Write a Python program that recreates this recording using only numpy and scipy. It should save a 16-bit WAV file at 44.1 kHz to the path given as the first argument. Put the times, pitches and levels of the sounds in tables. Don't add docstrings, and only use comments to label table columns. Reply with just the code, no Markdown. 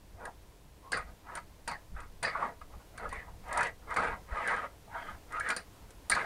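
import sys
import numpy as np
from scipy import signal
from scipy.fft import rfft, irfft, next_fast_len
from scipy.io import wavfile
from scipy.ndimage import uniform_filter1d

SR = 44100
rng = np.random.default_rng(int(sys.argv[2]) if len(sys.argv) > 2 else 0)


def how_loud(loudness_db):
    steps = np.asarray(loudness_db, float) / 20
    return 10 ** steps


def master(y):
    cut = np.clip(np.atleast_2d(y).T, -1, 1)
    pcm = np.round(cut * 32767)
    wavfile.write(sys.argv[1], SR, pcm.astype(np.int16))


N = 275625

# (frequency [Hz], density [dB per Hz])
AIR = [(59, -21), (100, -3.5), (140, -18), (224, -19), (315, -12), (343, -17.5), (406, -15), (818, -20.5),
       (1060, -19.5), (1130, -24.5), (1680, -26.5), (13200, -35.5), (16000, -39)]
AIR_DB, AIR_RISE_DB_PER_S = -59, 0.56
# (time [s], level [dB])
GUSTS = [(0.0, -55), (0.85, -55), (1.13, -49.5), (1.2, -57), (1.76, -55), (1.9, -60), (1.93, -48.5),
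         (2.05, -54), (2.91, -56.5), (3.03, -48.5), (3.86, -53.5), (4.3, -48), (4.33, -43), (4.38, -59),
         (5.17, -51.5), (5.22, -60.5), (6.23, -54), (6.25, -61)]
# (frequency [Hz], density [dB per Hz])
WIND = [(8.8, -40), (15, 10.5), (32, -6), (48, 5.5), (130, -13), (200, -12), (260, -29), (440, -120)]
LUMP_DB, LUMPS_PER_S = 2.5, 22
# (time [s], level [dB], frequency [Hz], length [s])
PUFFS = [
    (1.931, -41, 42.5, 0.055),
    (4.314, -27.5, 38.6, 0.031),
]

# (frequency [Hz], level [dB])
SHEET = [(100, -17), (200, 7), (350, 0), (450, 11.5), (600, 10), (1100, 2.5), (2050, 6), (2450, 6),
         (2800, -3.5), (3600, -6.5), (6000, -18), (10000, -16), (12500, -76)]
# (frequency [Hz], level [dB])
LEADING_MODES = [(670, 3), (925, 5), (1240, 3), (1450, 3), (1660, 4), (1760, 3), (1940, 3), (2260, 3)]
# (frequency [Hz], width [Hz], level [dB])
ROLLER = [(4050, 250, -7), (4380, 280, 0), (4700, 350, 0), (5500, 900, -15), (7400, 2000, -17),
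          (9050, 300, -10)]
# (frequency [Hz], level [dB], 60 dB decay [s])
RODS = [(8630, -10, .05), (8910, -12, .06), (9050, 0, .085), (9360, -12, .05), (9980, -14, .04),
        (6890, -16, .03), (7500, -18, .03), (11600, -22, .03), (12650, -22, .03)]
# (frequency [Hz], level [dB])
CRACK = [(400, 2.5), (1500, 4), (3000, -0.5), (6000, -2.5), (7500, 1.5), (10200, -3), (11500, -19),
         (15000, -20.5)]

# (start [s], length [s], level [dB], first pitch [Hz], last pitch [Hz])
SQUEAKS = [(.19, 0.12, -55.5, 1380, 1670), (0.81, 0.17, -56, 1010, 1150), (1.696, 0.085, -46, 2300, 1660),
           (2.252, 0.094, -44, 2360, 1600), (3.107, 0.15, -50.5, 2580, 1650),
           (3.614, 0.079, -57, 2900, 2400), (4.871, 0.18, -51.5, 880, 930),
           (5.321, 0.11, -38.5, 1170, 1450), (5.41, .09, -42.5, 1550, 2000), (5.732, 0.1, -72, 1350, 1270),
           (.92, 0.072, -51.5, 4670, 4600), (1.68, 0.073, -57, 4500, 4500),
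           (2.23, 0.096, -51.5, 4630, 4570), (6.105, 0.07, -44, 4250, 4400),
           (4.93, 0.21, -62.5, 3300, 3100), (4.3, 0.38, -61.5, 3020, 3130), (3.58, 0.081, -46, 2500, 2420)]
SQUEAK_WIDTH = 0.11
# (time [s], strength [dB], pitch [Hz])
JOLTS = [(.252, -33, 1638), (.276, -33, 1045), (.859, -44, 1052), (.929, -21, 1608), (.972, -22.5, 1470),
         (1.355, -30.5, 1560), (1.375, -33, 1690), (1.965, -36.5, 1346), (2.247, -17, 1810),
         (2.351, -22.5, 1144), (2.424, -19.5, 1138), (2.699, -48.5, 1025), (2.737, -46, 1190),
         (2.799, -46, 1078), (2.979, -34.5, 1567), (3.053, -28, 1255), (3.125, -30.5, 1056),
         (3.583, -27, 907), (3.608, -16.5, 1504), (3.968, -20.5, 1053), (4.502, -24, 931),
         (4.522, -24, 1120), (4.579, -22, 1306), (4.876, -44.5, 885), (4.95, -30.5, 895),
         (5.084, -32.5, 1220), (5.406, -23.5, 1684), (5.501, -17, 2303), (6.119, -9.5, 1632),
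         (6.163, -17, 1223)]
JOLT_CYCLES = 111
# (time [s], rod ring [dB], crack [dB])
CLINKS = [(0.253, -47, 2.5), (1.352, -43, 2.5), (2.0023, -58, 7), (2.4763, -67, -4), (3.1268, -52, 4.5),
          (3.4818, -62, 7), (3.5277, -36.5, -3.5), (3.5741, -38.5, 3), (3.6074, -41.5, 2), (3.668, -61, 15),
          (3.905, -58.5, 6.5), (3.941, -49.5, 6), (3.9648, -38.5, -1), (4.4745, -36.5, -4),
          (4.5158, -53, -13), (4.563, -60.5, 9), (5.323, -49.5, 1), (5.3975, -40, -1.5), (5.4876, -39, 3),
          (5.9047, -56, 4.5)]
# (time [s], rod ring [dB], roller ring [dB], crack [dB])
KNOCKS = [(0.9187, -38, 12.5, 3.5), (0.933, -51, 23.5, -18), (0.9708, -48.5, -5, 4.5),
          (1.371, -57, 14.5, 10), (1.6764, -41.5, 14, 6.5), (1.713, -53, 15, 7), (2.2286, -42.5, 16, 9.5),
          (2.2492, -58.5, 34, -2), (2.613, -72, 18, -3), (2.976, -54.5, 14, 7.5), (3.09, -60.5, 17, 12.5),
          (3.63, -44.5, 11.5, 8.5), (4.0347, -56, 2, 5), (5.5021, -40, 15.5, 6), (5.5639, -33, 6.5, -2.5),
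          (6.0975, -23.5, 2, -7.5), (6.1138, -33, 14.5, 3), (6.1497, -52, 19, 16)]
CLINK_ROLLER_DB, KNOCK_RING, CLINK_RING = -7, 1, 0.65

# (time [s], pressure [dB], pitch [Hz])
NUDGES = [(0.864, -60, 1010), (3.84, -58, 1050), (1.091, -54.5, 1282), (2.741, -57.5, 1130),
          (2.819, -64.5, 1010), (4.72, -60, 949.7), (5.03, -46.5, 1650), (5.83, -65, 910), (5.96, -76, 805),
          (.25, -54.5, 510), (3.05, -51.5, 524), (5.91, -62, 1480), (6.07, -62, 1190)]
# (time [s], length [s], pressure [dB], pitch [Hz])
LURCHES = [
    (0.922, .14, -29, 1280),
    (1.677, 0.12, -32.5, 1076),
    (2.228, 0.16, -30, 1490),
    (2.614, 0.033, -45.5, 1130),
    (3.963, .14, -25, 1090),
    (5.565, .08, -37.5, 1470),
    (6.102, 0.2, -30.5, 1570),
]
NUDGE_S, LURCH_RISE_S = 0.05, 0.003
# (start [s], hardest [s], end [s], pressure [dB], pitch of the gripped span [Hz])
DRAGS = [
    (.15, .24, .33, -44.5, 1000),
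    (2.33, 2.43, 2.54, -32.5, 1070),
    (2.46, 2.52, 2.6, -58, 860),
    (2.92, 3.05, 3.11, -40, 1230),
    (3.15, 3.26, 3.4, -53.5, 940),
    (3.55, 3.645, 3.73, -31, 1790),
    (3.96, 4.06, 4.17, -30, 1350),
    (4.06, 4.14, 4.2, -38, 1150),
    (4.52, 4.64, 4.69, -35.5, 1210),
    (5.1, 5.16, 5.2, -56, 870),
]
# (start [s], hardest [s], end [s], pressure [dB], pitch of the gripped span [Hz])
PUSHES = [(1.21, 1.339, 1.356, -40, 1080), (1.33, 1.37, 1.42, -38, 1370), (1.941, 1.98, 2.1, -44, 1330),
          (2.288, 2.365, 2.41, -38, 1220), (3.09, 3.136, 3.28, -41, 1950),
          (3.429, 3.594, 3.66, -27.5, 1060), (3.859, 3.93, 3.99, -32, 1160), (4.27, 4.37, 4.52, -32, 1170),
          (4.37, 4.5, 4.65, -29, 1690), (4.89, 4.975, 5.07, -39.5, 1450), (5.03, 5.082, 5.18, -40.5, 1400),
          (5.28, 5.365, 5.45, -36, 1330), (5.38, 5.502, 5.58, -31.5, 1620), (6.1, 6.2, 6.38, -31.5, 1530)]
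# (sheet bass [dB], sheet treble [dB], roller hiss [dB])
PUSH_TONE, DRAG_TONE = (-16, -9.5, -36), (-7.4, -9.5, -39)
LURCH_TONE, NUDGE_TONE = (-18.5, -6.5, -7), (-0.5, -8, -2)
EASE_DB, EASE_POWER = 34, 1.834
SAG_OCTAVES = 0.057
BASS_PER_OCTAVE_DB, TREBLE_PER_OCTAVE_DB = -7.5, 11.5
BASS_LINGER, TREBLE_LINGER = 0.6, 0.18
THUD_DB, THUD_HZ, THUD_DELAY_S, THUD_S = -21.5, 107, 0.0144, 0.13

# (frequency [Hz], level [dB])
MASKED = [(10500, -80), (11500, -62), (15700, -56)]
EDGE_HZ = 15790


def evened(x):
    return x / np.sqrt(np.mean(x ** 2) + 1e-20)


def read(points, hz):
    f, value = np.transpose(points)
    return np.interp(np.log(hz + 1), np.log(f + 1), value)


def filtered(x, points):
    size = next_fast_len(len(x) + 512)
    gain = how_loud(read(points, np.fft.rfftfreq(size, 1 / SR)))
    return irfft(rfft(x, size) * gain, size)[:len(x)]


def coloured(points):
    return evened(filtered(rng.standard_normal(N), points))


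def wander(count, per_s):
    knots = rng.standard_normal(int(count / SR * 200) + 3)
    place = np.arange(count) / SR * min(per_s, 199)
    return evened(np.interp(place, np.arange(len(knots)), knots))


def resonate(x, hz, width):
    r = np.exp(-np.pi * width / SR)
    pole = r * np.exp(2j * np.pi * hz / SR)
    return np.sqrt(2 * (1 - r * r)) * signal.lfilter([1], [1, -pole], x).real


def steep(x, hz, width):
    return resonate(resonate(x, hz, width), hz, width) * np.sqrt(width / SR)


def add(mix, s, sound):
    part = mix[round(s * SR):][:len(sound)]
    part += sound[:len(part)]


def garden_air():
    t = np.arange(N) / SR
    rise_db = AIR_RISE_DB_PER_S * (t - N / 2 / SR)
    return how_loud(AIR_DB + rise_db + 0.5 * wander(N, per_s=8)) * coloured(AIR)


def wind():
    s, level_db = np.transpose(GUSTS)
    gust_db = np.interp(np.arange(N) / SR, s, level_db) + 0.5
    out = coloured(WIND) * how_loud(gust_db + LUMP_DB * wander(N, per_s=LUMPS_PER_S))
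    for at, db, hz, length in PUFFS:
        t = np.arange(0, length, 1 / SR)
        add(out, at, how_loud(db) * np.sin(2 * np.pi * hz * t) * np.hanning(len(t)))
    return out


def yard(x):
    t = np.arange(9000) / SR
    hits = (rng.random(len(t)) < 0.05) * (t > 0.003)
    taps = hits * rng.standard_normal(len(t)) * how_loud(-60 * t / 0.16)
    return signal.oaconvolve(x, taps / np.linalg.norm(taps))[:N]


def thud(s, db):
    t = np.arange(0, THUD_S, 1 / SR)
    shake = evened(steep(rng.standard_normal(len(t)), THUD_HZ, 140))
    return s + THUD_DELAY_S, how_loud(db + THUD_DB) * shake * np.sin(np.pi * (t / THUD_S) ** 0.31) ** 2


def grit(count, per_s, spread_db):
    chance, size, sign = rng.random((count, 3)).T
    strength = how_loud(-spread_db * np.log(size + 0.012))
    return evened((chance < per_s / SR) * strength * (sign - 0.5))


def squeak(s, length, db, first_hz, last_hz):
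    t = np.arange(0, length, 1 / SR)
    glide_hz = np.geomspace(first_hz, last_hz, len(t))
    turn = np.exp(2j * np.pi * np.cumsum(glide_hz) / SR)
    r = np.exp(-np.pi * SQUEAK_WIDTH * first_hz / SR)
    drive = grit(len(t), per_s=6000, spread_db=3.5)
    sung = signal.lfilter([1], [1, -2 * r, r * r], drive / turn) * turn
    return s, how_loud(db) * evened(sung.real) * signal.windows.tukey(len(t), 0.7)


def jolt(s, db, hz, t60):
    t = np.arange(6000) / SR
    spread, phase = rng.random((2, 12, 1))
    mode_hz = hz * 2 ** (4.5 * (spread - 0.5) ** 3)
    ring = np.sin(2 * np.pi * (mode_hz * t + phase)).sum(axis=0)
    swell = how_loud(db - 18.5 - 60 * t / max(t60, 0.01)) * np.minimum(t / 0.0032, 1)
    return s, filtered(swell * ring, SHEET)


def tick(s, db, roller_db, crack_db, ring):
    t = np.arange(6000) / SR
    phase, scatter = rng.random((2, len(RODS)))
    rods = np.zeros(len(t))
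    for (hz, level, t60), p, d in zip(RODS, phase, scatter):
        decay_s = t60 * ring * (0.6 + 0.7 * p)
        rods += how_loud(level + 13 * (d - 0.5) - 60 * t / decay_s) * np.sin(2 * np.pi * (hz * t + p))
    a, b = rng.standard_normal((2, len(t)))
    crack = how_loud(crack_db + 3.5 - 60 * t / 0.042) * filtered(a, CRACK)
    detune = 0.943 + 0.088 * scatter[0]
    buzz = sum(how_loud(level) * steep(b, hz * detune, 1.2 * width) for hz, width, level in ROLLER[:4])
    buzz = how_loud(roller_db - 9.5 - 60 * t / 0.13) * buzz
    return s, how_loud(db) * (rods + crack + buzz) * np.minimum(t / 0.0015, 1)


def controls(start, hardest, end, db, hz, tone):
    t = np.arange(start, end, 1 / SR)
    side_s = np.where(t < hardest, max(hardest - start, 0.001), max(end - hardest, 0.001))
    u = (t - hardest) / side_s
    eased_db = EASE_DB * abs(u) ** EASE_POWER
    octaves = np.log2(hz / 1250) - SAG_OCTAVES * u
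    bass_db = tone[0] + BASS_PER_OCTAVE_DB * octaves + BASS_LINGER * eased_db
    treble_db = tone[1] + TREBLE_PER_OCTAVE_DB * octaves + TREBLE_LINGER * eased_db
    return t, db - eased_db, hz * 2 ** (-SAG_OCTAVES * u), bass_db, treble_db, tone[2]


def stroke(t, press_db, span_hz, bass_db, treble_db, hiss_db):
    drive = grit(len(t), per_s=9900, spread_db=3.5) * how_loud(0.94 * wander(len(t), per_s=69.1))
    loose = np.linspace(140, 3200, 56) + rng.uniform(-25, 25, 56)
    sheet = how_loud(17 + 0.82 * treble_db) * drive
    for k, (hz, lead_db) in enumerate(LEADING_MODES + [(hz, 0) for hz in loose]):
        low = np.clip((900 - hz) / 250, 0, 1)
        high = np.clip((hz - 1500) / 800, 0, 1)
        focus_db = 6.5 * np.exp(-(np.log2(hz / span_hz) / 0.24) ** 2)
        contact_db = 2.1 * wander(len(t), per_s=35)
        level_db = lead_db + low * bass_db + high * treble_db + focus_db + contact_db
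        level = np.repeat(how_loud(level_db[::8]), 8)[:len(t)]
        sheet += (-1) ** k * level * resonate(drive, hz, 45 + 0.053 * hz)
    hiss = sum(how_loud(db) * steep(drive, hz, width) for hz, width, db in ROLLER)
    radiated = filtered(how_loud(press_db - 20.0) * sheet, SHEET)
    edge = signal.windows.tukey(len(t), 0.02)
    return t[0], edge * (radiated + how_loud(press_db + hiss_db - 18.0) * hiss)


def scene():
    work = np.zeros(N)
    for row in SQUEAKS:
        add(work, *squeak(*row))
    for s, db, hz in JOLTS:
        add(work, *jolt(s, db, hz, JOLT_CYCLES / hz))
    for s, db, crack_db in CLINKS:
        add(work, *tick(s, db, CLINK_ROLLER_DB, crack_db, CLINK_RING))
    for row in KNOCKS:
        add(work, *tick(*row, KNOCK_RING))
    for s, db, hz in NUDGES:
        add(work, *stroke(*controls(s - NUDGE_S, s, s + NUDGE_S, db, hz, NUDGE_TONE)))
    for s, length, db, hz in LURCHES:
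        add(work, *stroke(*controls(s - LURCH_RISE_S, s, s + length, db, hz, LURCH_TONE)))
        add(work, *thud(s, db))
    for table, tone in ((DRAGS, DRAG_TONE), (PUSHES, PUSH_TONE)):
        for row in table:
            add(work, *stroke(*controls(*row, tone)))
    return (garden_air() + wind() + work + how_loud(-11.5) * yard(work))[None]


def low_pass(x):
    return signal.sosfilt(signal.butter(12, 16330, fs=SR, output="sos"), x)


def record(dry):
    lowpass = signal.firwin(511, EDGE_HZ, window=("kaiser", 9), fs=SR)
    dry = signal.oaconvolve(dry, lowpass[None], "same")
    hz, _, z = signal.stft(dry, SR, nperseg=1024)
    power = abs(z) ** 2
    luck_db = 13 * uniform_filter1d(rng.standard_normal(z.shape), 8, axis=1)
    limit = power.sum(axis=1, keepdims=True) * how_loud(2 * (read(MASKED, hz)[:, None] + luck_db))
    kept = (uniform_filter1d(power, 12, axis=1) > limit) | (hz < 10500)[:, None]
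    thinned = signal.istft(z * kept, SR, nperseg=1024)[1][:, :N]
    return low_pass(thinned)


dry = scene()
out = record(dry)
master(out)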